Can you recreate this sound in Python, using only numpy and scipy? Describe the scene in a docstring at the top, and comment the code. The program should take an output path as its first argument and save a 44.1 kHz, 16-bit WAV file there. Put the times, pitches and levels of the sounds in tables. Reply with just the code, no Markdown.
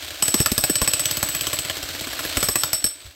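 """An electric demolition hammer chips rocky ground beside a house wall, about 17 blows a second.
First the motor whirrs, as coloured noise with a hum, and the loose chisel knocks in its holder.
Then each blow cracks on the rock (noise bursts), rings the steel chisel (decaying modes), thuds into
the soil (a sine of sagging pitch) and booms in the housing, while the house wall sends back echoes.
The blows soften as the chisel sinks in, bite again, then slow and stop; the motor runs down to a dull bump."""
import sys
import numpy as np
from scipy import signal
from scipy.io import wavfile

SR = 44100
rng = np.random.default_rng(int(sys.argv[2]) if len(sys.argv) > 2 else 0)


def master(y):
    """Save y as 16-bit WAV."""
    cut = np.clip(np.atleast_2d(y).T, -1, 1)
    pcm = np.round(cut * 32767)  # scale
    wavfile.write(sys.argv[1], SR, pcm.astype(np.int16))


N = 138915
T = np.arange(N) / SR  # time [s]


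def amp(db):
    """Level to amplitude ratio: 20 dB is a factor of ten."""
    return 10 ** (np.asarray(db) / 20)


def evened(x):
    """Normalisation to unit root-mean-square amplitude."""
    return x / np.sqrt(np.mean(x ** 2) + 1e-20)


def add(mix, s, sound):
    """Linear superposition: adds a sound into the mix, in place, from time s [s]."""
    part = mix[max(round(s * SR), 0):][:len(sound)]
    part += sound[:len(part)]


def drift(rate_hz):
    """Slow random modulation of unit rms: straight lines between random knots, two per 1 / rate_hz."""
    knots = rng.standard_normal(SR // 2)
    return evened(np.interp(T * rate_hz * 2, np.arange(len(knots)), knots))


def grit(grain):
    """Amplitude-modulated white noise: its power clumps into sub-millisecond grains."""
    clumps = np.exp(grain * np.clip(drift(1200), -2, 2))
    return evened(rng.standard_normal(N) * clumps)


def colour(x, points, size=4096):
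    """Minimum-phase filtering: the Hilbert transform of the log gain gives the causal phase; unit power."""
    hz, db = np.transpose(points)
    log_hz = np.log(abs(np.fft.fftfreq(size, 1 / SR)) + 1)
    log_gain = np.log(amp(np.interp(log_hz, np.log(hz), db)))
    response = np.exp(np.conj(signal.hilbert(log_gain)))
    taps = np.fft.ifft(response).real[:size // 2]
    return signal.oaconvolve(x, taps / np.linalg.norm(taps))[:N]


def bursts(times, levels_db, rise, hold, decay):
    """Incoherent addition: envelopes of linear attack, hold and exponential release sum in power."""
    t, power = T[:SR // 10], np.zeros(N)
    shape = np.minimum(t / rise, 1) * np.exp(-np.maximum(t - hold, 0) / decay)
    for s, db in zip(times, levels_db):
        add(power, s, (amp(db) * shape) ** 2)
    return np.sqrt(power)


# how tightly the rock wedges the chisel: (time [s], grip [0-1])
WEDGED = [(0, 0.74), (.45, 0.1), (.85, 0.31), (1.1, 0.37), (1.3, 0.52), (1.68, 0.95), (1.8, .55), (2.3, .4),
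          (2.5, 0.4), (2.72, 0.02)]


def wedged(s):
    """Boundary condition of the chisel: grip of the rock at time s, from free (0) to clamped (1)."""
    return np.clip(np.interp(s, *np.transpose(WEDGED)), 0, 1)


def gripped(x, free, tight):
    """Crossfade between the spectra of a free and a clamped body, weighted by the grip."""
    grip = wedged(T)
    return colour(x * (1 - grip), free) + colour(x * grip, tight)


# blows on the rock, levels relative within each part: (time [s], crack level [dB], thud level [dB],
# stone crunch level [dB], chisel ring level [dB], highest modes level [dB], thud reference pitch [Hz])
BLOWS = [(0.2235, -3, -33, -21.5, -11, -24.5, 267), (0.2802, -5, -38, -27, -14, -28, 116),
         (0.3414, -0.5, -24, -20.5, -15, -25, 300), (0.402, -3.5, -20, -26, -12.5, -23, 115),
         (0.4597, -3, -40, -16.5, -20.5, -27, 300), (0.5171, -6, -26, -29.5, -19.5, -28, 70.0),
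         (0.5788, -3, -27.5, -24.5, -16, -22, 132), (0.6378, -1, -31, -20, -15, -25.5, 108),
         (0.6968, -5, -23, -23.5, -15, -25, 307), (0.7552, -3.5, -48, -25.5, -15.5, -36, 116),
         (0.816, -5, -22, -19.5, -14, -25.5, 73), (0.8752, -6, -31.5, -22, -13, -25, 101),
         (0.9347, -1.5, -48, -27.5, -14.5, -34, 124), (0.995, -5.5, -58, -24.5, -15.5, -28, 96.9),
         (1.0555, -2, -51, -30.5, -20, -33, 121), (1.1109, -4.5, -51, -35, -22, -28, 121),
         (1.1704, -5, -42, -27, -25, -32, 118), (1.2283, -5.5, -29, -22.5, -15, -26, 132),
         (1.287, -11.5, -39, -28.5, -20, -25, 116), (1.3489, -6.5, -46, -33, -25.5, -26.5, 125),
         (1.4092, -7, -38, -44, -22, -30, 116), (1.4688, -8.5, -37, -30, -20, -30, 131),
         (1.5305, -10, -43, -26, -18.5, -27.5, 114), (1.5882, -8, -37.5, -31, -20.5, -32, 105),
         (1.6492, -13, -42, -34, -38, -44, 124), (1.698, -10, -40.5, -27.5, -52, -42, 300),
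         (1.7687, -16, -38, -35, -36, -40, 320), (1.8284, -13, -43, -33, -34, -42, 302),
         (1.8886, -16, -44, -33, -45, -49, 318), (1.949, -18, -44, -30.5, -43, -42, 299),
         (2.0095, -14, -39.5, -33, -31, -39, 336), (2.0705, -18, -38.5, -32, -31, -38, 320),
         (2.1304, -22, -59, -30, -43, -37, 75.4), (2.1911, -14, -47, -26.5, -27, -29.5, 80.7),
         (2.2506, -14.5, -35, -27.5, -37, -30, 350), (2.37, -6.5, -24.5, -20, -17.5, -25.5, 70.5),
         (2.4281, -4.5, -27, -20.5, -16, -21, 237), (2.486, -5, -26.5, -20, -16.5, -22.5, 137),
         (2.5561, -3.5, -32, -20.5, -15.5, -24, 266), (2.6345, -2.5, -42, -22, -20, -24.5, 295),
         (2.7308, -7.5, -40, -27.5, -14, -24, 59.2), (2.8417, -8, -32, -28.5, -15, -25.5, 64.6)]
# spectra of the crack, chisel free and wedged: (frequency [Hz], relative density [dB])
CRACK_FREE = [(100, -30), (1200, -34), (2400, 1), (3200, 0), (4500, 1), (5400, 6), (6500, -8), (8200, 3.5),
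              (9400, -12.5), (10600, -14.5), (12000, 1.5), (14000, -6.5), (16000, -3.5)]
CRACK_WEDGED = [(100, -49), (1200, -4.5), (2400, 2), (3150, 9.5), (3650, 0), (4200, 5), (5400, -2),
                (6800, -1.5), (8200, 4), (9400, -18), (10600, -11), (12400, -15.5), (14000, -8),
                (16000, -11)]
# spectrum of the stone crunch: (frequency [Hz], relative density [dB])
CRUNCH = [(100, -21), (350, -6.5), (620, 1), (920, -3), (1300, 0.5), (1750, 1), (2300, -7), (4000, -19.5),
          (16000, -60)]
CRACK_OFFSET_DB, CRACK_HOLD_S, CRACK_DECAY_S, CRACK_GRAIN = -8.5, 0.0017, 0.0017, 0.17
CRUNCH_OFFSET_DB, CRUNCH_HOLD_S, CRUNCH_DECAY_S = 1.5, 0.002, 0.0023


def rock():
    """Impact and fracture: a short broadband force on stone gives a sharp crack and a duller crunch."""
    s, crack_db, _, crunch_db, *_ = np.transpose(BLOWS)
    crack_level = bursts(s, crack_db + CRACK_OFFSET_DB, 0.00033, CRACK_HOLD_S, CRACK_DECAY_S)
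    crunch_level = bursts(s, crunch_db + CRUNCH_OFFSET_DB, 0.00076, CRUNCH_HOLD_S, CRUNCH_DECAY_S)
    crack = gripped(grit(CRACK_GRAIN) * crack_level, CRACK_FREE, CRACK_WEDGED)
    return crack + colour(grit(0.27) * crunch_level, CRUNCH)


# the loose chisel knocks in its holder: (time [s], knock level [dB], ring level [dB])
KNOCKS = [(.023, -30, -52), (.046, -28.5, -50), (.080, -32, -51), (.106, -28.5, -48), (.142, -32.5, -53),
          (.255, -28, -20), (.303, -35, -25), (.381, -32, -20), (.414, -28, -18), (.609, -36, -20.5),
          (1.709, -25.5, -43), (2.405, -31, -23), (2.442, -31, -18.5), (2.456, -42, -23), (2.517, -36, -19),
          (2.586, -40, -23.5), (2.61, -34, -23.5), (2.749, -33, -36), (2.864, -28, -22.5),
          (3.016, -40, -66), (3.063, -39.5, -68)]


def strikes():
    """Impulsive excitation of the chisel by blows and knocks: (time [s], ring [dB], highest modes [dB])."""
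    blows = [(s, ring_db, high_db) for s, _, _, _, ring_db, high_db, _ in BLOWS]
    knocks = [(s, ring_db, ring_db - 13) for s, _, ring_db in KNOCKS]
    return blows + knocks


# modes of the chisel: (frequency [Hz], relative level when free [dB], 60 dB decay time [s],
# level change when fully wedged [dB])
CHISEL = [(5314, -7, 0.088, -19), (5457, -11.5, 0.24, -27), (7845, -10.5, 0.51, 0), (7870, -13, .12, 4),
          (8030, -10, 0.15, -6), (8570, -17, 0.14, -8), (8255, -6, 0.26, -11), (11570, -0.5, 0.066, 2),
          (11440, 2, 0.11, -9.5), (12630, -11, 0.36, 8), (13600, -17, .14, 2), (14928, -14, .18, -4),
          (15600, -17, .2, -6)]
HIGH_MODES_HZ = 10000  # modes above this follow the level of the highest modes
RING_SPREAD_DB = 0.5  # random spread of each mode at each strike
RING_RATTLE, RING_JITTER_HZ = 0.35, 18.05  # rms depth of level and of frequency modulation


def ring():
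    """Modal synthesis: struck resonators rebalanced by chance and grip, and rattled by the holder."""
    s, ring_db, high_db = np.transpose(strikes())
    at, out = np.round(s * SR).astype(int), np.zeros(N, complex)
    chance = rng.standard_normal((len(s), len(CHISEL), 2))
    for k, (hz, db, t60, wedge_db) in enumerate(CHISEL):
        spread, turns = chance[:, k].T
        strike_db = high_db if hz > HIGH_MODES_HZ else ring_db
        level_db = strike_db + db + wedge_db * wedged(s) + RING_SPREAD_DB * spread
        kicks = np.zeros(N, complex)
        kicks[at] = amp(level_db) * np.exp(2j * np.pi * turns)
        # one complex pole turns at the modal frequency and decays by 60 dB in t60
        pole = np.exp((2j * np.pi * hz - np.log(1000) / t60) / SR)
        out += signal.lfilter([1], [1, -pole], kicks)
    jitter = np.exp(2j * np.pi * np.cumsum(RING_JITTER_HZ * drift(90)) / SR)
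    return (out * jitter).real * (1 + RING_RATTLE * drift(160))


# spectra of the clang, chisel free and wedged: (frequency [Hz], relative density [dB])
CLANG_FREE = [(1000, -59), (4800, -14.5), (5400, -4.5), (6000, -21), (7300, -31), (7850, 6), (8150, 7.5),
              (8600, -6), (9300, -34), (16000, -36)]
CLANG_WEDGED = [(1000, -18), (2700, -30.5), (3150, -6), (3600, -24), (6700, -10.5), (7400, -5), (8000, 6),
                (8500, -2.5), (9300, -21), (16000, -52)]
# spectra of the shimmer, chisel free and wedged: (frequency [Hz], relative density [dB])
SHIMMER_FREE = [(9500, -50), (11000, -4), (11500, 4), (12000, -17), (12550, -20), (13900, -12), (15200, -1)]
SHIMMER_WEDGED = [(9500, -25), (11000, -33), (12000, -8), (12500, 11), (12900, 2), (13300, -16), (15200, 2)]
CLANG_OFFSET_DB, CLANG_HOLD_S, CLANG_DECAY_S = -3, 0.0013, 0.012
SHIMMER_OFFSET_DB, SHIMMER_WEDGED_DB, SHIMMER_DECAY_S = -2, 9, 0.012  # second: added at full grip


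def clang():
    """High modal density: short-lived modes of chisel and holder merge into noise, with a shimmer on top."""
    s, ring_db, high_db = np.transpose(strikes())
    clang_level = bursts(s, ring_db + CLANG_OFFSET_DB, 0.00067, CLANG_HOLD_S, CLANG_DECAY_S)
    shimmer_db = high_db + SHIMMER_OFFSET_DB + SHIMMER_WEDGED_DB * wedged(s)
    shimmer_level = bursts(s, shimmer_db, 0.0005, CLANG_HOLD_S, SHIMMER_DECAY_S)
    main = gripped(grit(0.062) * clang_level, CLANG_FREE, CLANG_WEDGED)
    return main + gripped(grit(0.11) * shimmer_level, SHIMMER_FREE, SHIMMER_WEDGED)


# spectrum of the soil rumble: (frequency [Hz], relative density [dB])
SOIL = [(20, -19), (45, 2), (80, -7), (135, -4), (210, 0.5), (310, 0.5), (450, -1.5), (600, -19),
        (900, -61), (4000, -67)]
SOIL_OFFSET_DB, SOIL_RISE_S, SOIL_DECAY_S = 4.5, 0.0017, 0.0066
THUD_OFFSET_DB, THUD_RISE_S, THUD_DECAY_S = 8, 0.0019, 0.016
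THUD_START, THUD_END, THUD_SAG_S = 1.29, 0.455, 0.0084  # pitch ratios to the reference; time constant


def ground():
    """Damped oscillation: each push on the soil gives a few cycles of sagging pitch and a short rumble."""
    t, thuds = T[:SR // 10], np.zeros(N)
    sag = THUD_END + (THUD_START - THUD_END) * np.exp(-t / THUD_SAG_S)
    u = t / THUD_RISE_S
    shape = 2 * u / (1 + u ** 2) * np.exp(-t / THUD_DECAY_S)
    for s, _, db, *_, hz in BLOWS:
        wave = np.sin(2 * np.pi * np.cumsum(hz * sag) / SR)
        add(thuds, s, amp(db + THUD_OFFSET_DB) * shape * wave)
    s, _, thud_db, *_ = np.transpose(BLOWS)
    rumble_level = bursts(s, thud_db + SOIL_OFFSET_DB, SOIL_RISE_S, SOIL_RISE_S, SOIL_DECAY_S)
    return thuds + colour(grit(0.17) * rumble_level, SOIL)


# modes of the tool body: (mean frequency [Hz], relative level [dB], 60 dB decay time [s])
HOUSING = [(84, -40, 0.11), (131.5, -32.5, 0.069), (300, -43, 0.11), (607.3, -36, .08),
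           (1692, -37.5, 0.048)]
RECOIL_RISE_S, RECOIL_FULL_DB = 0.0083, -6.5  # weaker cracks than this shake the housing less


def housing():
    """Recoil by reaction: every blow sets off brief body modes, slightly detuned by chance."""
    hz, db, t60 = np.transpose(HOUSING)[:, :, None]
    t, out = T[:SR // 8], np.zeros(N)
    fade = amp(db - 60 * t / t60) * np.minimum(t / RECOIL_RISE_S, 1)
    for s, crack_db, *_ in BLOWS:
        detune, phase = rng.standard_normal((2, len(hz), 1))
        waves = np.sin(2 * np.pi * (hz * (1 + 0.034 * detune) * t + phase))
        recoil_db = 7 + min(crack_db - RECOIL_FULL_DB, 0)
        add(out, s, amp(recoil_db) * (fade * waves).sum(0))
    return out


# level of the motor as it works and runs down: (time [s], level [dB])
MOTOR = [(0, -36), (.2, -34.5), (.46, -34.5), (.98, -32), (1.4, -31.5), (1.82, -32), (2.05, -32),
         (2.33, -28.5), (2.5, -35), (2.7, -35.5), (2.82, -39.5), (3.0, -46), (3.08, -45), (3.15, -52)]
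# spectrum shared by whirr and knocks: (frequency [Hz], relative density [dB])
WHIRR = [(20, -49), (50, -0.5), (80, 5), (130, -3), (195, -19.5), (300, 5.5), (430, -6), (620, 2.5),
         (880, -7.5), (1500, 0), (1900, -2.5), (2200, 0), (2750, 0.5), (3200, 1.5), (4200, 2), (5500, -4),
         (6800, -7), (8400, -3), (9300, -18), (11500, -9.5), (16000, -11.5)]
CRANK_DEPTH, CRANK_LAG = 0.075, 0.83  # surge as a share of amplitude; lag in turns
FLUTTER_DB, WHIRR_GRAIN = 1.6, 0.31  # rms flutter; clumping of the noise
HUM_HZ, HUM_DB, HUM_WAVER = 297, -22, 0.019  # mean pitch; level relative to MOTOR; rms share of pitch


def motor():
    """Modulated noise and tone: fan and gears whirr and surge per crank turn; holder knocks, armature hums."""
    level = amp(np.interp(T, *np.transpose(MOTOR)))
    # one crank turn per blow, between the first blow and the last
    crank_turns = np.interp(T, [row[0] for row in BLOWS], np.arange(len(BLOWS)))
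    surge = 1 + CRANK_DEPTH * np.cos(2 * np.pi * (crank_turns - CRANK_LAG))
    flutter = amp(FLUTTER_DB * drift(100))
    whirr = level * surge * flutter * grit(WHIRR_GRAIN)
    s, knock_db, _ = np.transpose(KNOCKS)
    knocks = grit(0.23) * bursts(s, knock_db, 0.00048, 0.00077, 0.0085)
    hum_hz = HUM_HZ * (1 + HUM_WAVER * drift(9.9))
    hum = np.sin(2 * np.pi * np.cumsum(hum_hz) / SR)
    return colour(whirr + knocks, WHIRR) + level * amp(HUM_DB) * hum


# spectrum of the closing bump: (frequency [Hz], relative density [dB])
BUMP = [(25, -12), (70, -1), (110, -5), (200, -27), (1000, -54)]
BUMP_S, BUMP_DB, BUMP_RISE_S, BUMP_DECAY_S = 3.04, -42.5, 0.015, 0.025


def bump():
    """Soft impact: a slow rise leaves only low frequencies as the tool comes to rest after the last blow."""
    level = bursts([BUMP_S], [BUMP_DB], BUMP_RISE_S, BUMP_DECAY_S, BUMP_DECAY_S)
    return colour(rng.standard_normal(N) * level, BUMP)


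# reflections from ground, wall and eaves: (delay [s], level relative to direct sound [dB])
ECHOES = [(.0032, -8.5), (.0098, -12), (.0135, -25)]
YARD_DB, YARD_T60_S = -11, 0.26  # tail level relative to direct sound; its 60 dB decay time


def yard(x):
    """Early reflection and reverberation: convolution with scattered echoes and a short diffuse tail."""
    t = T[:SR // 3]
    tail = rng.standard_normal(len(t)) * amp(-60 * t / YARD_T60_S) * np.minimum(t / 0.019, 1)
    taps = amp(YARD_DB) * tail / np.linalg.norm(tail)
    for delay, db in ECHOES:
        # a rough surface smears each echo over about a millisecond
        scatter = rng.standard_normal(SR // 100) * np.exp(-t[:SR // 100] / 0.0012)
        add(taps, delay, amp(db) * scatter / np.linalg.norm(scatter))
    return x + signal.oaconvolve(x, taps)[:N]


def scene():
    """Superposition of all sources; only the cracks, rings and clangs excite the yard."""
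    bright = yard(rock() + ring() + clang())
    return (bright + ground() + housing() + motor() + bump())[None]


LOW_CUT_HZ, CEILING, EDGE_HZ = 27, 0.73, 15800  # high-pass; saturation amplitude; low-pass


def record(dry):
    """Microphone response: high-pass, saturation that rounds off the hardest peaks, then a band limit."""
    high_pass = signal.butter(2, LOW_CUT_HZ, "high", fs=SR, output="sos")
    x = signal.sosfilt(high_pass, dry)
    rounded = x / (1 + (x / CEILING) ** 4) ** (1 / 4)
    low_pass = signal.firwin(511, EDGE_HZ, window=("kaiser", 9), fs=SR)
    return signal.oaconvolve(rounded, low_pass[None], "same")


dry = scene()
out = record(dry)
master(out)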